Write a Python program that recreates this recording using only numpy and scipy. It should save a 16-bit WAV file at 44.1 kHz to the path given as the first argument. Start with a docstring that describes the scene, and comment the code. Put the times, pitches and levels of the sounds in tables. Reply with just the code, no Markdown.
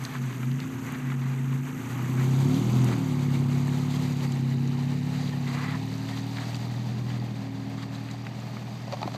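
"""The exhaust of a lifted V6 four-by-four dominates: two banks of firing pulses ring one tailpipe as it crawls
up a granite slab, past the listener and away, with one short rev that adds a growl of throbbing noise.
A swept sine makes the engine hum; filtered noise and ringing grains make the rush of fan and tyres, the grinding
and the low rumble. Wavering tones squeak, brief rings and noise bursts crack, and near the end stones knock close by."""
import sys
import numpy as np
from scipy import signal
from scipy.fft import rfft, irfft
from scipy.io import wavfile
from scipy.ndimage import uniform_filter1d

SR = 44100
rng = np.random.default_rng(int(sys.argv[2]) if len(sys.argv) > 2 else 0)


def unload_wav(signal):
    """Save mono or channel-first audio to the path in sys.argv[1] as 16-bit WAV at rate SR, clipped to [-1, 1]."""
    wavfile.write(
        sys.argv[1],
        SR,
        np.round(np.clip(np.atleast_2d(signal).T, -1, 1) * 32767).astype(np.int16),
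    )


N = 404382  # samples

# Engine speed. Each row: time in seconds, firings per second in one bank of three cylinders.
ENGINE_SPEED = [(0.0, 30.9), (0.1, 28.5), (0.2, 26.5), (0.33, 24.6), (0.49, 26.6), (0.65, 29.0),
                (0.78, 29.8), (0.9, 28.9), (1.05, 27.3), (1.2, 26.7), (1.5, 27.0), (1.68, 28.1),
                (1.86, 30.1), (2.21, 32.8), (2.41, 33.7), (2.62, 40.3), (2.8, 42.8), (2.95, 39.5),
                (3.13, 35.6), (3.37, 34.4), (4.0, 36.1), (4.42, 33.4), (5.14, 35.9), (5.52, 34.4),
                (5.82, 38.0), (6.4, 39.2), (6.78, 40.5), (7.2, 40.5), (7.46, 38.5), (8.48, 39.8),
                (8.9, 39.7), (9.17, 39.1)]
# Strength of each cylinder in firing order, the two banks in turn: one value each, in dB at REFERENCE_RATE.
CYLINDER_STRENGTHS = [4.5, -1.5, 5.5, -1.5, 4.5, 2]
# Tailpipe and silencer response. Each row: frequency in Hz, then gain in dB heard from beside,
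# at the rear wheel, at the rear quarter and from behind.
PIPE_RESPONSE = [(55.0, -43.5, -40, -57, -38), (77.6, -37.0, -36.0, -25, -24.5), (92, -20, -23, -21, -18.0),
                 (105.3, -48, -13, -12.0, -4.5), (119.6, -7, -13.5, 1, -2), (133.6, 3.5, 0, 1.5, 8.5),
                 (151.4, -22, -5.5, -2, -6.5), (168, -16, -20, -15, -11), (183, -30.5, -13.5, -8, -11.5),
                 (216, -26.5, -17.5, -40, -12), (235.0, -8.5, -18, -7.5, -14),
                 (255, -9.5, -7.5, -9.0, -9.0), (271.8, -14.5, -11.5, -9.5, -7.5),
                 (278.8, -26, -17.5, -16.5, -18), (284.5, -33, -26, -29, -18), (294, -45, -35.0, -28, -43),
                 (326, -47, -26.5, -22, -42), (340, -27, -23.0, -21.5, -31),
                 (358.0, -23.5, -16.5, -39, -28), (376, -47, -26, -23.5, -20.5),
                 (420.0, -71, -52, -37, -35.5)]
# Exhaust drive set by throttle and distance. Each row: time in seconds, relative level in dB.
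EXHAUST_LOAD = [(0.0, -35.5), (0.5, -31.5), (0.8, -30.5), (1.3, -33), (1.8, -31), (2.4, -23), (2.85, -19.5),
                (3.05, -27.0), (3.4, -25.5), (4.3, -30.5), (4.6, -29.5), (5.6, -33), (6.3, -35.5),
                (7.2, -33), (7.4, -37.0), (9.17, -39.5)]
# The side of the truck that faces the listener. Each row: time in seconds,
# side (0 beside, 1 rear wheel, 2 rear quarter, 3 behind).
FACING_SIDE = [(1.8, 0), (2.45, 1), (3.9, 1.5), (4.6, 2), (5.5, 2), (5.95, 2.5), (7.1, 3)]
# Hollow resonances of the roar under throttle. Each row: frequency in Hz, density in dB per Hz.
ROAR_COLOUR = [(250, -32), (430, -2), (540, 0), (620, -8), (720, 1), (950, -3.5), (1250, -6.5),
               (1700, -16.5), (2800, -15), (4500, -21), (6500, -23), (12000, -42)]
# Engine hum from uneven cylinders. Each row: time in seconds, level in dB.
ENGINE_HUM_LEVEL = [(0, -67), (2.6, -54), (3.6, -66), (5.5, -44), (6.1, -49), (6.9, -45), (7.7, -47),
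                    (9.17, -48)]
HUM_RATIO = 5.29  # hum pitch as a multiple of one bank's firing rate, near 16/3

# Tyre slips that grind grit. Each row: start in seconds, end in seconds, relative level in dB,
# treble in dB against that level.
TYRE_SLIPS = [(0, 0.197, -41, -10.5), (0.22, 0.36, -45.5, -8), (0.592, 0.652, -44, -8),
              (0.864, 0.97, -39, -14), (1.21, 1.358, -44, -11), (0.988, 1.16, -43, -17),
              (1.933, 2.082, -41.5, -26), (2.16, 2.25, -38.5, -23), (2.866, 2.95, -36.5, -9),
              (3.28, 3.367, -45.5, -5), (3.895, 3.977, -47.5, 4.5), (5.147, 5.305, -47.5, 2.5),
              (5.46, 5.556, -40, -5), (5.54, 5.77, -36, -11.5), (6.068, 6.217, -53, 4.5),
              (6.356, 6.45, -41, -4), (7.076, 7.19, -47.5, -3.5), (7.768, 7.85, -43, -3),
              (7.927, 7.973, -47, 2), (8.092, 8.132, -44, -6), (9.127, 9.186, -49.5, 4)]
# Rubber rasping on granite. 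Each row: frequency in Hz, density in dB per Hz.
RASP_COLOUR = [(300, -14), (600, -1), (800, 0), (1150, 4.5), (1550, -1.5), (2000, 3.5), (2600, -6.5),
               (3400, -3), (4500, -4), (5500, -12), (7500, -12.5), (10000, -21), (15000, -27)]
# Rubber squeaking on smooth rock. Each row: start in seconds, length in seconds, level in dB, pitch in Hz.
TREAD_SQUEAKS = [(1.378, 0.018, -52, 2100), (3.338, 0.033, -46.5, 2300), (5.315, 0.036, -49, 1800),
                 (5.638, 0.11, -49, 2020), (5.738, .03, -42.5, 997), (6.112, 0.046, -51, 1836),
                 (7.095, 0.025, -53, 1720)]
# Grit cracking under the tread. Each row: start in seconds, relative level in dB, centre in Hz,
# spray decay time (t60) in seconds.
GRIT_CRACKS = [(.038, -31, 6200, .045), (.0505, -22, 3600, .018), (.15, -29, 1150, .045),
               (.328, -32, 1700, .04), (.4305, -27.5, 1350, .036), (.515, -34, 2800, .018),
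               (.593, -31, 1400, .03), (.602, -29, 3000, .016), (.9223, -31, 8000, .01),
               (.947, -31, 1250, .036), (1.1015, -26, 1300, .028), (1.1185, -28, 1300, .032),
               (1.5275, -31, 1250, .028), (2.5441, -28, 3900, .018), (2.844, -25, 6500, .012),
               (3.680, -24.5, 1050, .025), (3.7244, -31, 1100, .04), (4.2083, -29, 2600, .012),
               (4.3211, -31, 4300, .025), (4.6748, -34, 4000, .025), (5.5464, -27.5, 1150, .032),
               (6.0886, -31, 2100, .025), (6.1744, -29, 2200, .018), (6.3695, -27.5, 2400, .025),
               (6.384, -26.5, 1300, .03), (6.5296, -32, 2000, .012), (6.5451, -27, 2700, .028),
               (6.555, -31, 4000, .016), (6.5655, -31, 4400, .02), (7.1012, -31, 1720, .035),
               (7.9378, -36, 920, .03), (8.0874, -33, 2000, .025), (8.1115, -34, 4000, .025),
               (8.2506, -36, 1970, .02), (8.267, -26.5, 1550, .026), (8.5684, -32, 1270, .04),
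               (9.0287, -27, 2300, .018)]
# Stones knocking. Each row: start in seconds, relative level in dB, body pitch in Hz,
# relative click level in dB against the body.
STONE_KNOCKS = [(8.879, -30, 700, -8), (8.9235, -29, 600, 3), (8.929, -24, 590, -10),
                (8.9345, -21.5, 640, -8), (8.9402, -23.5, 740, -8), (8.969, -37, 620, 3),
                (9.0160, -24.5, 850, -6), (9.029, -20.5, 870, -5), (9.0415, -28, 900, -7),
                (9.053, -34, 800, 0), (9.0760, -22, 730, -6), (9.118, -37, 900, 2), (9.141, -36, 800, 3),
                (9.1472, -27, 700, -3), (9.159, -33, 1100, -1)]
# The stones' click. Each row: frequency in Hz, gain in dB.
CLICK_COLOUR = [(500, -14), (1100, 16.5), (1600, 6), (2300, 6), (3300, 3), (4600, 7), (6500, -5),
                (9000, -25), (15000, -33)]
# Dull bumps among the stones. Each row: start in seconds, level in dB of each mode, lower mode in Hz,
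# decay time (t60) in seconds.
DULL_BUMPS = [(9.029, -28, 205, .03), (9.056, -18, 168, .035)]

# Fan and rolling tyres. Each row: time in seconds, level in dB at REFERENCE_RATE,
# relative treble in dB against that level.
RUSH_LEVEL = [(0, -43, -4), (1.5, -42.5, -7.5), (2.1, -40, -5.5), (2.6, -43, -1), (2.9, -41, -5),
              (3.05, -43, -5), (4.1, -41.5, -3.5), (4.5, -44.5, -4.5), (5.4, -43, -5), (6.3, -44, -3),
              (7.5, -46.5, -7), (9.17, -45.5, -5.5)]
# The rush grows louder with engine speed, relative to this rate (firings per second in one bank).
REFERENCE_RATE, RUSH_DB_PER_OCTAVE = 44, 6
# Colour of the rush from each side. Each row: frequency in Hz, density in dB per Hz.
BESIDE_COLOUR = [(260, -10), (450, 0.5), (590, -9.5), (920, -3.5), (1300, -4.5), (1870, -5.5), (2290, -7),
                 (3670, -16.5), (4060, -17.5), (5060, -22.5), (5610, -18.5), (6310, -14), (7980, -17.5),
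                 (9800, -21.5), (12200, -18.5), (15000, -28)]
WHEEL_COLOUR = [(260, -25), (450, 5.5), (595, -0.5), (884, 2.5), (1290, -2), (1760, -8), (2160, -3.5),
                (2780, -12), (4710, -17), (5290, -22), (6410, -16), (8220, -20.5), (9800, -23.5),
                (12600, -25), (15000, -33)]
QUARTER_COLOUR = [(260, -31), (450, 3), (545, -6), (821, 0), (1480, -12), (1840, -5.5), (2990, -12),
                  (3360, -18), (3890, -12), (4710, -15.5), (5290, -18.5), (7750, -22.5), (9380, -26.5),
                  (12200, -27.5), (15000, -36)]
BEHIND_COLOUR = [(260, -43), (450, -8.5), (529, -6.5), (741, -3.5), (1130, -12.5), (1220, -13),
                 (1430, -17.5), (1790, -13), (2900, -17), (4640, -13), (5220, -18), (7200, -23.5),
                 (10100, -30), (12000, -31), (15000, -35)]
# Low rumble of drive line and air. Each row: frequency in Hz, density in dB per Hz.
RUMBLE_COLOUR = [(20, -25), (45, -18.5), (80, -12.5), (150, 7.5), (290, 3), (365, -2), (450, -7.5),
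                 (650, -26), (1200, -41.5)]
# Microphone dips and one slight rise. Each row: centre in Hz, width in Hz, gain in dB.
MICROPHONE = [(4750, 170, 1.5), (5220, 270, -5.5), (9690, 1240, -7)]


def exhaust(crossover_s=.0021, uneven_db=.34, jitter_s=.00008, lugging=4.0, lopsided=1.2, gas_db=-30):
    """Pulse-excited resonance: six firings a cycle ring the pipe, whose modes swell as firing harmonics meet them.

    The stronger bank arrives late through the crossover pipe, which makes the burble.
    """
    speed = curve(ENGINE_SPEED)
    firing = np.floor(np.cumsum(2 * speed) / SR).astype(int)
    at = np.flatnonzero(np.diff(firing))
    number = firing[at]

    # the slower the engine lugs, the less evenly it fires
    irregularity = (speed.mean() / speed[at]) ** lugging
    strength, timing = rng.standard_normal((len(at), 2)).T * irregularity
    late_s = crossover_s * (number % 2 == 0) + jitter_s * timing

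    # and the further the weak cylinders fall behind the strongest
    strongest_db = max(CYLINDER_STRENGTHS)
    weak_db = np.take(CYLINDER_STRENGTHS, number, mode="wrap") - strongest_db
    weak_db = weak_db * (REFERENCE_RATE / speed[at]) ** lopsided

    pulses = np.zeros(N)
    arrival = np.clip(at + np.round(late_s * SR).astype(int), 0, N - 1)
    pulses[arrival] = amp(strongest_db + weak_db + uneven_db * strength)

    gas_noise = amp(gas_db) * pulses.std() * rng.standard_normal(N)
    # each pulse carries the gas of one firing interval
    flow = (pulses + gas_noise) * SR / (2 * speed)
    hz, *sides = np.transpose(PIPE_RESPONSE)
    # the open pipe radiates no deep bass and the silencer swallows the treble
    responses = [[(30, -66), *zip(hz, db), (1300, -85)] for db in sides]
    return amp(curve(EXHAUST_LOAD)) * from_sides(silencer(flow), responses, trailing=0.32)


def silencer(flow, lag_s_per_hz=.000028, top_hz=400):
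    """Dispersion: low notes linger in the chambers, leaving later the further they lie below the top."""
    below = np.maximum(top_hz - np.fft.rfftfreq(N, 1 / SR), 0)
    phase = np.pi * lag_s_per_hz * below ** 2
    return irfft(rfft(flow) * np.exp(1j * phase), N)


def roar(level_db=-42, follows=1.56, puff_share=0.4):
    """Modulated flow noise: under open throttle each firing tears off a puff, a growl strongest in the rev."""
    turns = np.cumsum(curve(ENGINE_SPEED)) / SR
    first_bank = np.exp(-(turns % 1) / puff_share)
    second_bank = .5 * np.exp(-((turns + .5) % 1) / puff_share)
    gas = evened(colour((first_bank + second_bank) * rng.standard_normal(N), ROAR_COLOUR))
    load_db = curve(EXHAUST_LOAD)
    return amp(level_db + follows * (load_db - load_db.max())) * gas


def engine_hum(waver_db=2.5):
    """Engine order from uneven cylinders: a swept sine near 16/3 of one bank's rate beats against the drone."""
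    turns = np.cumsum(HUM_RATIO * curve(ENGINE_SPEED)) / SR
    level_db = curve(ENGINE_HUM_LEVEL) + waver_db * wander(5.0)
    return amp(level_db) * evened(np.sin(2 * np.pi * turns))


def scrubs(level_db=-4.5, powder_db=-2, attack_s=0.012, release_s=0.0091, catch_db=1.5, catch_hz=30):
    """Sliding friction: a slipping tread grinds grains and powder, catching and letting go until it grips."""
    grains = grit(per_s=4000, spread_db=0.5, clump_db=-0.5, t60=0.026)
    powder = amp(powder_db) * rng.standard_normal(N)
    rasp = colour(grains + powder, RASP_COLOUR)
    body, treble = body_and_treble(rasp * amp(catch_db * wander(catch_hz)))
    out = np.zeros(N)
    for start, end, db, treble_db in TYRE_SLIPS:
        span = slice(max(int(start * SR), 0), int(end * SR))
        slip = evened(body[span]) + amp(treble_db) * evened(treble[span])
        t = np.arange(len(slip)) / SR
        edges = np.minimum(np.minimum(t / attack_s, (t[-1] - t) / release_s), 1)
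        add(out, start, amp(level_db + db) * edges * slip)
    return out


def squeaks(waver=0.021, upper=1.75, upper_db=-9):
    """Stick-slip oscillation: a tread block sticks and slips so fast that it chirps, here as two wavering tones."""
    out, drift = np.zeros(N), wander(120)
    for s, length, db, hz in TREAD_SQUEAKS:
        size = int(length * SR)
        turns = np.cumsum(hz * (1 + waver * drift[int(s * SR):][:size])) / SR
        tone = np.sin(2 * np.pi * turns) + amp(upper_db) * np.sin(2 * np.pi * upper * turns)
        add(out, s, amp(db) * evened(np.hanning(size) * tone))
    return out


def cracks(spray_db=-2.5, ring_share=.69, upper=1.72):
    """Impulsive fracture: a splitting pebble gives a short spray of noise and a brief two-mode ring."""
    out, t = np.zeros(N), np.arange(SR // 8) / SR
    for s, db, hz, t60 in GRIT_CRACKS:
        band = [(hz / 4, -24), (hz / 2, -8), (hz, 0), (hz * 1.6, -3), (hz * 3, -20), (hz * 7, -40)]
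        spray = colour(rng.standard_normal(len(t)) * amp(-60 * t / t60), band, size=1024)
        spray = spray / abs(spray).max()
        tone = sum(ring(f, ring_share * t60, rise_s=1 / hz) for f in (hz, hz * upper))
        add(out, s, amp(db) * (amp(spray_db) * spray + .3 * tone))
    return out


def stones(body_db=3.0, click_db=-1.5, body_t60=.025, click_t60=.018, upper=1.45, upper_db=-9,
           lower=.76, lower_db=-6, scatter_db=-17, scatter_t60=.11):
    """Impact excitation: knocks ring three hollow modes under a click and scattering grit; dull bumps join them."""
    out, t = np.zeros(N), np.arange(SR // 8) / SR
    for s, db, hz, bright_db in STONE_KNOCKS:
        fade = amp(-60 * t / click_t60) + amp(scatter_db - 60 * t / scatter_t60)
        click = colour(rng.standard_normal(len(t)) * fade, CLICK_COLOUR, size=1024)
        click = click / abs(click).max()
        body = ring(hz, body_t60)
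        body = body - amp(upper_db) * ring(hz * upper, body_t60)
        body = body - amp(lower_db) * ring(hz * lower, body_t60)
        add(out, s, amp(db) * (amp(body_db) * body + amp(click_db + bright_db) * click))
    for s, db, hz, t60 in DULL_BUMPS:
        add(out, s, amp(db) * (ring(hz, t60) + ring(hz * 1.77, t60)))
    # small stones radiate little bass
    return signal.sosfilt(signal.butter(2, 110, "highpass", fs=SR, output="sos"), out)


def rush(grit_db=-5, pebble_db=-17, flutter_db=1.76, treble_db=-0.52):
    """Broadband flow and contact noise: fan air, crunching tyres and odd pebbles grow louder with engine speed."""
    air = rng.standard_normal(N) * amp(flutter_db * wander(15.0))
    crunch = grit(per_s=1500, spread_db=0.5, clump_db=0.5, t60=0.028)
    pebbles = grit(per_s=14, spread_db=0.0, clump_db=1.5, t60=0.045)
    sound = air + amp(grit_db) * crunch + amp(pebble_db) * pebbles
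    sides = [BESIDE_COLOUR, WHEEL_COLOUR, QUARTER_COLOUR, BEHIND_COLOUR]
    body, treble = body_and_treble(from_sides(sound, sides))
    level_db = curve(RUSH_LEVEL) + RUSH_DB_PER_OCTAVE * np.log2(curve(ENGINE_SPEED) / REFERENCE_RATE)
    return amp(level_db) * (body + amp(treble_db + curve(RUSH_LEVEL, column=2)) * treble)


def rumble(level_db=-21, follows=0.66):
    """Low-frequency random vibration of the drive line and air; its level follows a share of the load in dB."""
    noise = evened(colour(rng.standard_normal(N), RUMBLE_COLOUR))
    return amp(level_db + follows * curve(EXHAUST_LOAD)) * noise


def grit(per_s, spread_db, clump_db, t60, count=24):
    """Random impacts: clumps of crushed grains tick at many pitches; t60 is the decay in seconds at 1000 Hz."""
    grain_db = spread_db * np.minimum(rng.exponential(1, N), 3) + clump_db * wander(4.5)
    size = (rng.random(N) < per_s / SR) * amp(grain_db)
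    kind = rng.integers(0, count, N)
    pitches = np.geomspace(700, 13000, count) * rng.uniform(0.95, 1.05, count)
    out = np.zeros(N)
    for k, hz in enumerate(pitches):
        # small grains ring higher and shorter
        tick = hz * ring(hz, t60 * 1000 / hz, rise_s=.00005)[:SR // 30]
        out += signal.oaconvolve(size * (kind == k), tick)[:N]
    return evened(out)


def ring(hz, t60, rise_s=0.0021):
    """Damped oscillation: one dying mode with a soft start."""
    t = np.arange(SR // 8) / SR
    return np.sin(2 * np.pi * hz * t) * amp(-60 * t / t60) * (1 - np.exp(-t / rise_s))


def from_sides(x, responses, trailing=1):
    """Directivity: colours x for each side of the truck and blends them as it turns away."""
    angle = curve(FACING_SIDE)
    out = np.zeros(N)
    for k, response in enumerate(responses):
        share = np.maximum(1 - abs(angle - k), 0)
        out += share * colour(x, response, trailing)
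    return out


def colour(x, points, trailing=1, size=16384):
    """Linear filtering by (Hz, dB) points; the ring trails each pulse (1) or swells and fades evenly around it (0)."""
    f, db = np.transpose(points)
    hz = abs(np.fft.fftfreq(size, 1 / SR))
    log_gain = np.log(amp(np.interp(np.log(hz + 1), np.log(f + 1), db)))
    # the Hilbert transform of the log gain gives the minimum phase
    phase = -trailing * signal.hilbert(log_gain).imag
    taps = np.fft.ifft(np.exp(log_gain + 1j * phase)).real
    return signal.oaconvolve(x, np.fft.fftshift(taps))[size // 2:][:len(x)]


def body_and_treble(sound):
    """Band division: two bands, each held at a steady level."""
    return [steadied(band, 0.62) for band in split(sound, 2920)]


def split(x, hz, order=6):
    """Complementary filtering: a zero-phase low band and the remainder."""
    low = signal.sosfiltfilt(signal.butter(order, hz, fs=SR, output="sos"), x)
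    return low, x - low


def steadied(x, seconds):
    """Level normalisation: holds the slow level at 1 and keeps the quick throb."""
    size = int(seconds * SR)
    power = uniform_filter1d(uniform_filter1d(x ** 2, size), size)
    return x / np.sqrt(abs(power) + 1e-20)


def wander(hz):
    """Low-passed noise: smooth chance of unit RMS that changes about hz times a second."""
    spectrum = rfft(rng.standard_normal(N))
    return evened(irfft(spectrum / (1 + (np.fft.rfftfreq(N, 1 / SR) / hz) ** 4), N))


def evened(x):
    """Power normalisation: scales x to unit RMS."""
    return x / np.sqrt(np.mean(x ** 2) + 1e-20)


def amp(db):
    """Logarithmic level: converts dB to an amplitude ratio."""
    return 10 ** (np.asarray(db) / 20)


def curve(rows, column=1):
    """Linear interpolation: one column of a control table at every sample."""
    rows = np.asarray(rows)
    return np.interp(np.arange(N) / SR, rows[:, 0], rows[:, column])


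def add(mix, s, sound):
    """Superposition: adds a sound into the mix from s seconds on."""
    part = mix[max(round(s * SR), 0):][:len(sound)]
    part += sound[:len(part)]


def scene():
    """Superposition of all sources on one channel."""
    engine = exhaust() + roar() + engine_hum()
    tyres = scrubs() + squeaks() + cracks()
    return (engine + tyres + stones() + rush() + rumble())[None]


def record(dry):
    """Transducer response: the microphone's uneven treble, then a band limit."""
    hz = np.fft.rfftfreq(N, 1 / SR)
    response_db = sum(db * np.exp(-((hz - centre) / width) ** 2) for centre, width, db in MICROPHONE)
    heard = irfft(rfft(dry) * amp(response_db), N)
    band_limit = signal.firwin(511, 15400, window=("kaiser", 9), fs=SR)  # cutoff in Hz
    return signal.oaconvolve(heard, band_limit[None], "same")


dry = scene()
out = record(dry)
unload_wav(out)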